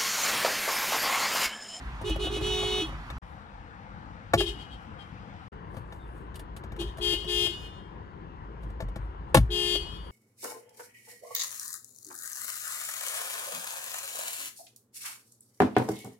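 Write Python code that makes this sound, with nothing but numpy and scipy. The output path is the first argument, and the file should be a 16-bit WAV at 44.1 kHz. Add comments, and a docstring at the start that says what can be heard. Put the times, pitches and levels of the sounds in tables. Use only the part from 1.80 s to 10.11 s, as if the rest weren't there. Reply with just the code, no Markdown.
"""A pair of disc horns under the hood honks: low hum through the body, hammered buzz through the air and back
from the lot. Each is a set of wandering harmonics with clatter and free ringing. A hand taps and slaps the
steering-wheel pad (ringing modes, crack, hiss) and brushes it (grainy noise). Behind lie coloured air and
traffic noise, a narrow idle rumble and a faint whistling bird. Three shots inside parked cars, joined by
short silent cuts."""
import sys
import numpy as np
from scipy import signal
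from scipy.io import wavfile
from scipy.ndimage import uniform_filter1d

SR = 44100
rng = np.random.default_rng(int(sys.argv[2]) if len(sys.argv) > 2 else 0)


def magnitude_from_level(level_db):
    """Linear magnitude for a level in decibels (20 dB per decade)."""
    exponent = np.asarray(level_db, float) / 20
    return 10 ** exponent


def digitize_waveform(pressure):
    """Quantize a signal to 16-bit integers and store it at the path in sys.argv[1].

    Rows of a 2-D input are taken as channels; values are limited to [-1, 1].
    """
    field = np.atleast_2d(pressure).T
    bounded = np.clip(field, -1, 1)
    quanta = np.round(bounded * 32767).astype(np.int16)
    wavfile.write(sys.argv[1], SR, quanta)


N = 366471

# shots: start_s, end_s, wash_db (before drift), cabin_right_delay_ms, wash_left_minus_right_db
SHOTS = [(0, 1.383, -45, -0.19, -1), (1.417, 3.684, -46.5, 0.37, 6), (3.718, 8.4, -44.5, .45, 5.5)]
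# horn pair per car: low_horn_hz, high_horn_hz, start_pitch_offset_share, high_horn_buzz_rise_s, run_on_scale_s,
# buzz_t60_s, right_delay_ms, diffuse_echo_db, echo_t60_s
CARS = [(368.8, 419.5, -.025, 0.012, .03, .1, 0.019, -21, .45),
        (353.7, 417.85, 0.018, .012, 0.0158, 0.14, 0.1, -15, .9)]
# horn harmonics per car: harmonic, low_horn_left_db, low_horn_right_db, high_horn_left_db, high_horn_right_db
PARTIALS = [
    [(1, -33, -34, -37, -29), (2, -40, -52, -49, -50), (3, -53, -50, -53, -54), (4, -55, -53, -60, -60),
     (5, -58, -54, -57, -52), (6, -46, -46, -47, -43), (7, -42, -42, -41, -42), (8, -33, -30, -47, -44),
     (9, -36, -34, -42, -44), (10, -33, -34, -48, -44), (11, -50, -49, -48, -64), (12, -59, -63, -53, -58),
     (13, -63, -63, -52, -52), (14, -58, -58, -44, -55), (15, -56, -63, -58, -53), (16, -62, -62, -51, -56),
     (17, -57, -67, -53, -53), (18, -51, -55, -60, -59), (19, -63, -61, -60, -57), (20, -58, -62, -57, -57),
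     (21, -68, -70, -64, -51), (22, -65, -69, -56, -58), (23, -57, -62, -60, -63), (24, -64, -59, -64, -64),
     (25, -57, -59, -76, -76), (26, -76, -72, -81, -81), (27, -74, -79, -74, -74), (28, -81, -81, -76, -76),
     (29, -76, -76, -69, -69), (30, -76, -76, -69, -69), (31, -83, -83, -76, -76), (32, -78, -78, -78, -78),
     (33, -69, -69, -75, -76), (34, -80, -80, -75, -76), (35, -72, -72, -75, -76), (36, -81, -81, -74, -75),
     (37, -72, -72, -75, -75), (38, -80, -80, -90, -90), (39, -73, -74, -90, -90), (40, -74, -73, -90, -90),
     (41, -74, -75, -90, -90), (42, -78, -80, -90, -90), (43, -90, -90, -90, -90), (44, -90, -90, -90, -90)],
    [(1, -33, -33, -33, -40), (2, -59, -48, -47, -59), (3, -51, -54, -58, -61), (4, -57, -56, -59, -58),
     (5, -44, -47, -54, -56), (6, -42, -48, -40, -51), (7, -44, -52, -36, -39), (8, -28.5, -38, -30, -50),
     (9, -20, -33, -37, -51), (10, -33, -44, -41, -52), (11, -42, -60, -37, -47), (12, -38, -45, -44, -60),
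     (13, -38.5, -48, -50, -59), (14, -38, -53, -49, -59), (15, -46, -60, -49, -66),
     (16, -46, -58, -51, -57), (17, -51, -61, -56, -56), (18, -57, -58, -61, -66), (19, -57, -61, -49, -62),
     (20, -41, -56, -58, -62), (21, -60, -69, -55, -57), (22, -50, -61, -61, -57), (23, -50, -59, -67, -63),
     (24, -61, -58, -61, -58), (25, -57, -61, -60, -58), (26, -61, -57, -55, -55), (27, -57, -54, -61, -60),
     (28, -51, -50, -67, -67), (29, -57, -53, -73, -73), (30, -53, -52, -68, -68), (31, -57, -56, -58, -58),
     (32, -59, -59, -69, -67), (33, -69, -69, -63, -62), (34, -61, -61, -73, -73), (35, -70, -70, -65, -63),
     (36, -65, -65, -64, -64), (37, -69, -69, -76, -76), (38, -57, -57, -90, -90), (39, -63, -62, -90, -90),
     (40, -71, -73, -90, -90), (41, -79, -79, -90, -90), (42, -72, -78, -90, -90), (43, -73, -73, -90, -90),
     (44, -81, -81, -90, -90)],
]
# hiss spectrum of skin on vinyl, leather or cloth: frequency_hz, relative_db
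SKIN = [(1500, -16.5), (3000, 2), (6000, -11), (9500, -3), (12000, -9), (15500, -18.5), (17000, -53.5)]


def evened(x):
    """Scales to rms 1."""
    return x / np.sqrt(np.mean(x ** 2) + 1e-20)


def read(points, hz):
    """Reads a spectrum on a log-frequency axis."""
    f, value = np.transpose(points)
    return np.interp(np.log(hz + 1), np.log(f + 1), value)


def add(mix, s, sound):
    """Mixes a two-channel sound in at time s."""
    part = mix[:, round(s * SR):][:, :sound.shape[1]]
    part += sound[:, :part.shape[1]]


def fading(t, t60):
    """Decay by 60 dB in t60."""
    return magnitude_from_level(-60 * np.maximum(t, 0) / t60)


def peak(t, s, db, rise_db_per_s, fall_db_per_s):
    """Gain that climbs to db at time s and falls again, both at a steady rate in dB."""
    return magnitude_from_level(db - np.where(t < s, rise_db_per_s * (s - t), fall_db_per_s * (t - s)))


def shot_at(t):
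    """Index of the shot that runs at time t."""
    return np.searchsorted(np.transpose(SHOTS)[1], t)


def running(start, end):
    """Gain of one shot: a quick fade in after a cut, a sharp end."""
    t = np.arange(N) / SR
    fade_in = np.clip((t - start) / 0.0099 + (start == 0), 0, 1)
    return fade_in * np.clip((end - t) / .003, 0, 1)


def noise(size, colour, same, patchy_db):
    """Two-channel noise from random short-time spectra with drifting patches; same sets left-right likeness."""
    hz = np.fft.rfftfreq(1024, 1 / SR)
    a, b, c, d, patches = rng.standard_normal((size // 256 + 5, 513, 5)).T
    patches = uniform_filter1d(patches, size=8, axis=0)
    patches = evened(uniform_filter1d(patches, size=12, axis=1))
    like = np.clip(read(same, hz), 0, 1)[:, None]
    left = a + 1j * b
    right = like * left + np.sqrt(1 - like ** 2) * (c + 1j * d)
    z = np.array([left, right]) * magnitude_from_level(read(colour, hz)[:, None] + patchy_db * patches)
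    return evened(signal.istft(z, nperseg=1024, noverlap=768)[1][:, :size])


def wash():
    """Air and traffic noise, coloured by each cabin, drifting in level."""
    # spectrum per shot: frequency_hz, relative_db_per_hz
    wash_spectra = [
        [(53, -40), (90, -12.5), (150, -0.5), (186, -21), (221, -7.5), (347, -20.5), (499, -23), (532, -26),
         (799, -15), (1150, -13.5), (1730, -20), (6240, -41.5), (15000, -59)],
        [(35, -37.5), (60, -7.5), (97, 1.5), (132, -12), (199, -1), (246, -21), (295, -7.5), (355, -32.5),
         (503, -11.5), (564, -23.5), (816, -10.5), (960, -15), (1420, -16), (5950, -44), (15000, -70)],
        [(47, -37), (80, -1), (148, -10.5), (196, -3.5), (244, -25), (304, -11), (503, -17), (613, -23),
         (993, -12.5), (1210, -19.5), (1720, -24), (2490, -36), (2900, -34), (3690, -43), (15000, -77.5)],
    ]
    # left-right likeness: frequency_hz, likeness_share
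    likeness = [(60, 0.91), (250, 0.82), (1000, 0.65), (3000, 0.35), (10000, 0.46)]
    # level drift: time_s, level_db
    drift = [(0, 2), (.3, 3), (1.1, 3), (1.5, -0.5), (2.5, 0.5), (3.6, 1.5), (4.2, -1), (5, 0), (6, -1),
             (7, -1), (8.3, 0)]
    out = np.zeros((2, N))
    for (start, end, db, _, pan_db), colour in zip(SHOTS, wash_spectra):
        part = noise(round((end - start) * SR), colour, likeness, patchy_db=1.5)
        add(out, start, part * magnitude_from_level(db + np.array([[pan_db], [-pan_db]]) / 2))
    return out * magnitude_from_level(np.interp(np.arange(N) / SR, *np.transpose(drift)))


def rumble():
    """The cabin booms in a narrow wandering band, swelling when the hand leans on the wheel or lets go."""
    # steady boom per shot, before panning: level_db
    idle_db = [-45, -58, -47.5]
    # swells, before panning: peak_s, peak_db
    swells = [(.07, -34), (.31, -32), (.42, -32), (.6, -40), (.74, -38), (1.06, -33), (1.36, -36),
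              (1.76, -44), (2.58, -34), (2.67, -33), (2.93, -46), (4.25, -42), (4.9, -41), (5.09, -40),
              (5.25, -39), (5.41, -41), (5.57, -40), (6.87, -37), (7.07, -30), (7.26, -28), (7.59, -23),
              (8.02, -31.5), (8.21, -41)]
    boom_hz = 53
    t = np.arange(N) / SR
    slow_t = t[::64]
    level = magnitude_from_level(np.array(idle_db))[shot_at(slow_t)]
    for s, db in swells:
        level = level + peak(slow_t, s, db, rise_db_per_s=200, fall_db_per_s=190)
    lowpass = signal.butter(2, 9., fs=SR, output="sos")
    wander = signal.sosfilt(lowpass, rng.standard_normal((2, N)))
    envelope = 0.69 + evened(wander[0]) + 1j * evened(wander[1])
    boom = evened((np.exp(2j * np.pi * boom_hz * t) * envelope).real)
    return boom * np.interp(t, slow_t, level) * magnitude_from_level(np.array([[.4], [-.4]]))


def bird(length_s, start_hz, end_hz, db):
    """A faint whistle gliding between two pitches, wavering at random."""
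    t = np.arange(round(length_s * SR)) / SR
    waver = evened(uniform_filter1d(rng.standard_normal(len(t)), size=200))
    pitch_hz = start_hz + (end_hz - start_hz) * t / length_s + 90 * waver
    turns = np.cumsum(pitch_hz) / SR
    return magnitude_from_level(db) * np.hanning(len(t)) * np.sin(2 * np.pi * turns) * np.ones((2, 1))


def rustle():
    """Hand and sleeve brushing leather and cloth: fine grainy hiss."""
    # brushes: peak_s, peak_db, fade_by_20_db_s
    brushes = [(.044, -72, .12), (1.07, -63, .05), (1.29, -75, .04), (1.51, -74, .22), (3.03, -76, .08),
               (3.29, -83, .15), (3.65, -82, .15), (3.73, -80, .03), (3.925, -76, .06), (3.975, -66, .08),
               (4.15, -70, .14), (4.28, -80, .12), (4.38, -69, .11), (6.832, -72, .04), (6.904, -75, .07),
               (7.23, -78, .15), (7.5, -78, .06), (8.16, -68, .08), (8.27, -71, .15)]
    rise_share = .8  # rise time over fade time
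    t = np.arange(N) / SR
    slow_t = t[::64]
    level = sum(peak(slow_t, s, db, 20 / (rise_share * fade_s), 20 / fade_s) for s, db, fade_s in brushes)
    grains = magnitude_from_level(1.8 * evened(uniform_filter1d(rng.standard_normal(N), size=100)))
    hiss = noise(N, SKIN, [(100, .6), (15000, 0.71)], patchy_db=4.0)
    return evened(hiss * grains) * np.interp(t, slow_t, level)


def tap(knock_db, thump_db, hiss_db, hard_db_per_octave):
    """A short uneven contact rings the pad's modes with a dry crack; skin on vinyl adds a hiss."""
    # modes of wheel pad and column, under 300 Hz the thump: frequency_hz, relative_db, t60_s
    pad_modes = [(54, -5.5, 0.36), (101.7, 2, 0.2), (122, -2.5, 0.19), (151.5, -3.5, 0.16), (208, -3.5, .1),
                 (271, -9.5, 0.071), (341.5, -7.5, .07), (539, -0.5, 0.052), (652, 0, 0.058),
                 (822, -2, 0.048), (1129, -7, 0.057), (1366, -6.5, 0.041), (1742, -7, 0.053),
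                 (2240, -11, 0.057), (2810, -23, 0.057), (3700, -12, .04)]
    ring_db, crack_db = -3.5, -12.5  # relative to knock_db
    contact_s = .0088
    pan_db = 4.5 + 1.5 * rng.standard_normal()
    t = np.arange(round(.3 * SR)) / SR

    hz, db, t60 = np.transpose(pad_modes)[:, :, None]
    level_chance, pitch_chance, phase_chance = rng.standard_normal((3, len(pad_modes), 1))
    knock_modes_db = knock_db + ring_db + hard_db_per_octave * np.log2(hz / 650)
    db = db + np.where(hz < 300, thump_db, knock_modes_db) + 1.65 * level_chance
    start = 1 - np.exp(-t * hz / 1.3)  # low modes take longer to swing up
    waves = np.sin(2 * np.pi * (hz * (1 + 0.022 * pitch_chance) * t + 0.14 * phase_chance))
    ring = (magnitude_from_level(db) * start * fading(t, t60) * waves).sum(0)

    burst = (1 - np.exp(-t / (.2 * contact_s))) * (np.exp(-t / contact_s) + 0.057 * fading(t, 0.21))
    grit = magnitude_from_level(1.9 * rng.exponential(1, len(t)))
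    hiss = noise(len(t), SKIN, [(3000, 0.6), (12000, 0.74)], patchy_db=2.0)
    hiss = evened(hiss * grit) * burst * magnitude_from_level(hiss_db)
    band = signal.butter(1, [500, 3000], "band", fs=SR, output="sos")
    crack = evened(signal.sosfilt(band, rng.standard_normal(len(t))))
    crack = crack * burst * magnitude_from_level(knock_db + crack_db + hard_db_per_octave)

    body = (ring + crack) * magnitude_from_level(np.array([[pan_db], [-pan_db]]) / 2)
    body[1] = np.roll(body[1], round(.15 * SR / 1000))  # the wheel is slightly nearer the left microphone
    return body + hiss


def lot(x, car, shot):
    """Echoes from parked cars and walls: sparse random taps, a dying spread plus clusters, dulled by the air."""
    # wall echoes per shot: delay_s, level_db
    wall_echoes = [
        [(.045, -16), (.11, -28)],
        [(.08, -9), (.21, -24), (.33, -27), (.61, -25)],
        [(.07, -16), (.2, -22), (.32, -35)],
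    ]
    *_, diffuse_db, t60 = CARS[car]
    t = np.arange(SR) / SR
    parts = [(fading(t, t60) * (t > .03), diffuse_db)]
    parts += [(np.exp(-((t - s) / .008) ** 2), db) for s, db in wall_echoes[shot]]
    taps = rng.choice([-1., 1.], (2, SR)) * (rng.random((2, SR)) < .05)
    taps *= sum(magnitude_from_level(db) * part / np.linalg.norm(part * taps[0]) for part, db in parts)
    hz, s, z = signal.stft(taps, SR, nperseg=256)
    air = magnitude_from_level(-9 * s * (hz[:, None] / 11000) ** 2)
    tail = signal.istft(z * air, SR, nperseg=256)[1]
    weak_bass = signal.sosfilt(signal.butter(1, 1200., "high", fs=SR, output="sos"), x)
    return signal.fftconvolve(weak_bass, tail, axes=1)


def horn_tone(t, since, h, car, hum, blows, buzz_gain, late_s, unsettled, phases):
    """One horn's harmonics: the first is the hum, the rest the buzz, each swaying and letting go by itself."""
    _, _, offset, rise_s, run_on_s, buzz_t60, delay_ms, *_ = CARS[car]
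    hz = CARS[car][h]
    rise_s *= 3.8 if h == 0 else 1  # the low horn builds up slowly
    order, *levels = np.transpose(PARTIALS[car])
    order = np.round(order)
    column = order[:, None]
    slow_t, slow_since = t[::8], since[::8]

    shake = evened(uniform_filter1d(rng.standard_normal(len(t)), size=150))
    pitch_hz = hz * (1 + offset * np.exp(-t / 0.0251) + 0.0204 * unsettled * shake)
    turns = np.cumsum(pitch_hz) / SR

    # each buzz partial swells and sinks slowly at its own random speed
    speed, start, linger = rng.random((3, len(order), 1))
    built = 1 - np.exp(-np.maximum(slow_t - late_s, 0) / rise_s)
    release = fading(slow_since - 1.6 * linger * run_on_s, buzz_t60)  # partials let go one by one
    sway = magnitude_from_level(2.6 * np.sin(2 * np.pi * ((1.1 + 4.5 * speed) * slow_t + start)))
    # the disc rings on below 4400 Hz, the top follows the blows
    sway *= np.where(column * hz < 4400, built * release * buzz_gain, built * blows[::8])
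    flutter = uniform_filter1d(rng.standard_normal((*sway.shape, 2)) @ [1, 1j], size=45, axis=1)
    sway = sway * (1 + .16 * flutter / flutter.std())
    sway[0] = hum[::8]

    waves = np.exp(2j * np.pi * column * turns) * np.repeat(sway, 8, axis=1)[:, :len(t)]
    lag_turns = (order * hz * delay_ms / 1000 + .07 * phases[1]) * (order * hz < 10000)
    left_right_turns = phases[0] - np.array([0 * lag_turns, lag_turns])
    gains = magnitude_from_level(np.array(levels[2 * h:2 * h + 2])) * np.exp(2j * np.pi * left_right_turns)
    return (gains @ waves).real


def free_ringing(t, since, press_s, hum_db, buzz_db, car):
    """Diaphragms swing free after the current stops, each mode wavering as it decays."""
    # free modes per car: frequency_hz, relative_db, t60_s
    free_modes = [
        [(319, -29, .3), (405, -36, .15), (3030, -50, .2)],
        [(341.3, -31.5, 0.26), (362.5, -37, 0.32), (407.6, -33.5, 0.27), (2910, -36, .8), (3540, -46, 0.6)],
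    ]
    swing = np.clip(since / 0.011, 0, 1) * np.clip((t[-1] - t) / .15, 0, 1)
    built_db = 20 * np.log10(min(press_s / .08, 1))  # a short press leaves the disc barely ringing
    out = np.zeros(len(t))
    for hz, db, t60 in free_modes[car]:
        gain = magnitude_from_level(db + (hum_db if hz < 1000 else buzz_db + built_db))
        beat = 1 + .6 * np.sin(2 * np.pi * (9 * since + rng.random()))
        out += gain * swing * fading(since, t60) * np.sin(2 * np.pi * hz * since) * beat
    return out


def honk(on, off, hum_db, buzz_db, car, phases):
    """Two self-interrupting horns: prompt hum, hammered buzz building up, free ringing after release."""
    # hammer against pole: frequency_hz, relative_db
    clatter_spectrum = [(1500, -25), (2500, -8), (3200, 0), (4500, -6), (8000, -10), (11000, -11),
                        (12500, -22), (15000, -30), (17000, -50)]
    press_s = off - on
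    late_s = 0.011  # the buzz takes the longer way through the air
    t = np.arange(round((press_s + .45) * SR)) / SR
    since = t - press_s  # time after release

    hum = (1 - np.exp(-t / 0.015)) * fading(since, .06) * magnitude_from_level(hum_db)
    blows = (1 - np.exp(-np.maximum(t - late_s, 0) / .015)) * fading(since - late_s, .15) * magnitude_from_level(buzz_db)
    rattle = .045 + 1.15 * np.exp(-press_s / .038)  # the briefer the press, the more the horn rattles
    unsettled = rattle + .5 * np.exp(-t / 0.028) + 0.14 * (since > 0)  # blows are uneven at start and end

    out = np.zeros((2, len(t)))
    for h in range(2):
        out += horn_tone(t, since, h, car, hum, blows, magnitude_from_level(buzz_db), late_s, unsettled, phases[h])
    clatter = noise(len(t), clatter_spectrum, [(3000, .5), (11000, .95)], patchy_db=2.5)
    out += clatter * blows * (unsettled + .12) * magnitude_from_level(-40)
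    out += free_ringing(t, since, press_s, hum_db, buzz_db, car)
    wet = lot(out, car, shot_at(on))
    add(wet, 0, out)
    return wet


def scene():
    """Three shots with fades at the cuts; the cabin noise reaches the two microphones at different times."""
    # taps: start_s, knock_db, thump_db, skin_hiss_db, hardness_db_per_octave
    taps = [(0.213, -33, -33, -50, -5), (0.294, -30.5, -33, -43, -3), (0.358, -26.5, -41, -46, -8.5),
            (0.44, -35, -35, -52, -1.5), (0.468, -28, -38, -51, -6), (0.564, -31, -47, -53, -5),
            (0.609, -34, -28.5, -49, -1.5), (0.664, -36, -32, -44, 2), (0.788, -37, -49, -45, -6),
            (0.829, -29.5, -34.5, -48, -1.5), (0.919, -40, -41, -47, -7), (0.979, -35, -36, -47, -3),
            (1.088, -38, -39, -61, -5), (1.124, -42, -50, -66, -7), (1.301, -33.5, -42, -69, 3),
            (2.535, -6, -21, -40, -1.5), (2.604, -21, -34, -49, 1), (3.941, -38.5, -52, -67, -7),
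            (3.967, -36.5, -32, -60, -1.5), (4.123, -38, -51, -71, 1.5), (4.543, -46, -56, -59.5, 3),
            (4.555, -58, -47, -42, 0), (4.593, -40.5, -49, -46, 2), (4.764, -41.5, -55, -44, 3),
            (4.836, -36, -52, -62, -1), (4.919, -41, -42, -65, 2), (4.962, -41.5, -55, -59, 0),
            (5.011, -35, -38, -45.5, -5), (5.171, -42, -58, -50, -1.5), (5.182, -32, -35, -51, -4),
            (5.333, -32.5, -49, -47, -5), (5.444, -38, -36.5, -53, -2), (5.667, -36, -45, -51, 1),
            (6.832, -44, -38, -65, -1.5), (6.9, -46, -40, -66, -1.5), (7.003, -26, -45, -57, -3),
            (7.019, -35, -30, -60, -2), (7.084, -46, -57, -63, 1), (7.158, -30, -29.5, -55, -2.5),
            (7.544, -10, -20, -17.5, 0.5), (7.546, -5, -12.5, -23, -1), (7.569, -11.5, -9.5, -27.5, 0),
            (7.951, -32, -52, -50, 0)]
    # distant bird: start_s, length_s, start_hz, end_hz, level_db
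    chirps = [(3.82, .07, 2700, 2900, -66), (4.17, .12, 3700, 3500, -64)]
    # honks: contact_closes_s, contact_opens_s, hum_db, buzz_db (gains)
    honks = [(0.23, 0.297, 0, -5), (.378, 0.449, -0.5, -4), (0.493, 0.563, -1, -4),
             (0.596, 1.012, -0.5, -1.5), (2.561, 2.599, 7.5, 2), (4.976, 5.0, 1, -6),
             (5.196, 5.33, 0, -1.5), (5.461, 5.655, -0.5, -1), (7.689, 7.949, 0, -2.5)]
    cabin, near = wash() + rumble(), rustle()
    for s, *row in chirps:
        add(near, s, bird(*row))
    for s, *row in taps:
        add(near, s, tap(*row))
    phases = rng.standard_normal((2, 2, 2, len(PARTIALS[0])))  # car, horn, (phase, lag scatter), partial
    for on, *row in honks:
        car = min(shot_at(on), 1)  # the later shots share one kind of horn
        add(near, on, honk(on, *row, car, phases[car]))
    out = np.zeros((2, N))
    for start, end, _, delay_ms, _ in SHOTS:
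        delayed = np.roll(cabin[1], round(delay_ms * SR / 1000))
        out += running(start, end) * (near + [cabin[0], delayed])
    return out


def band_limit(x):
    """A steep low-pass at the top of the band."""
    return signal.sosfilt(signal.butter(12, 16470, fs=SR, output="sos"), x)


def record(dry):
    """Microphone band limits and soft overload, silence at the cuts."""
    mix = signal.sosfilt(signal.butter(3, 38., "high", fs=SR, output="sos"), dry)
    mix = np.tanh(mix) * sum(running(*shot[:2]) > 0 for shot in SHOTS)
    mix = signal.sosfilt(signal.butter(16, 15900., fs=SR, output="sos"), mix)
    return band_limit(mix)


dry = scene()
out = record(dry)
digitize_waveform(out)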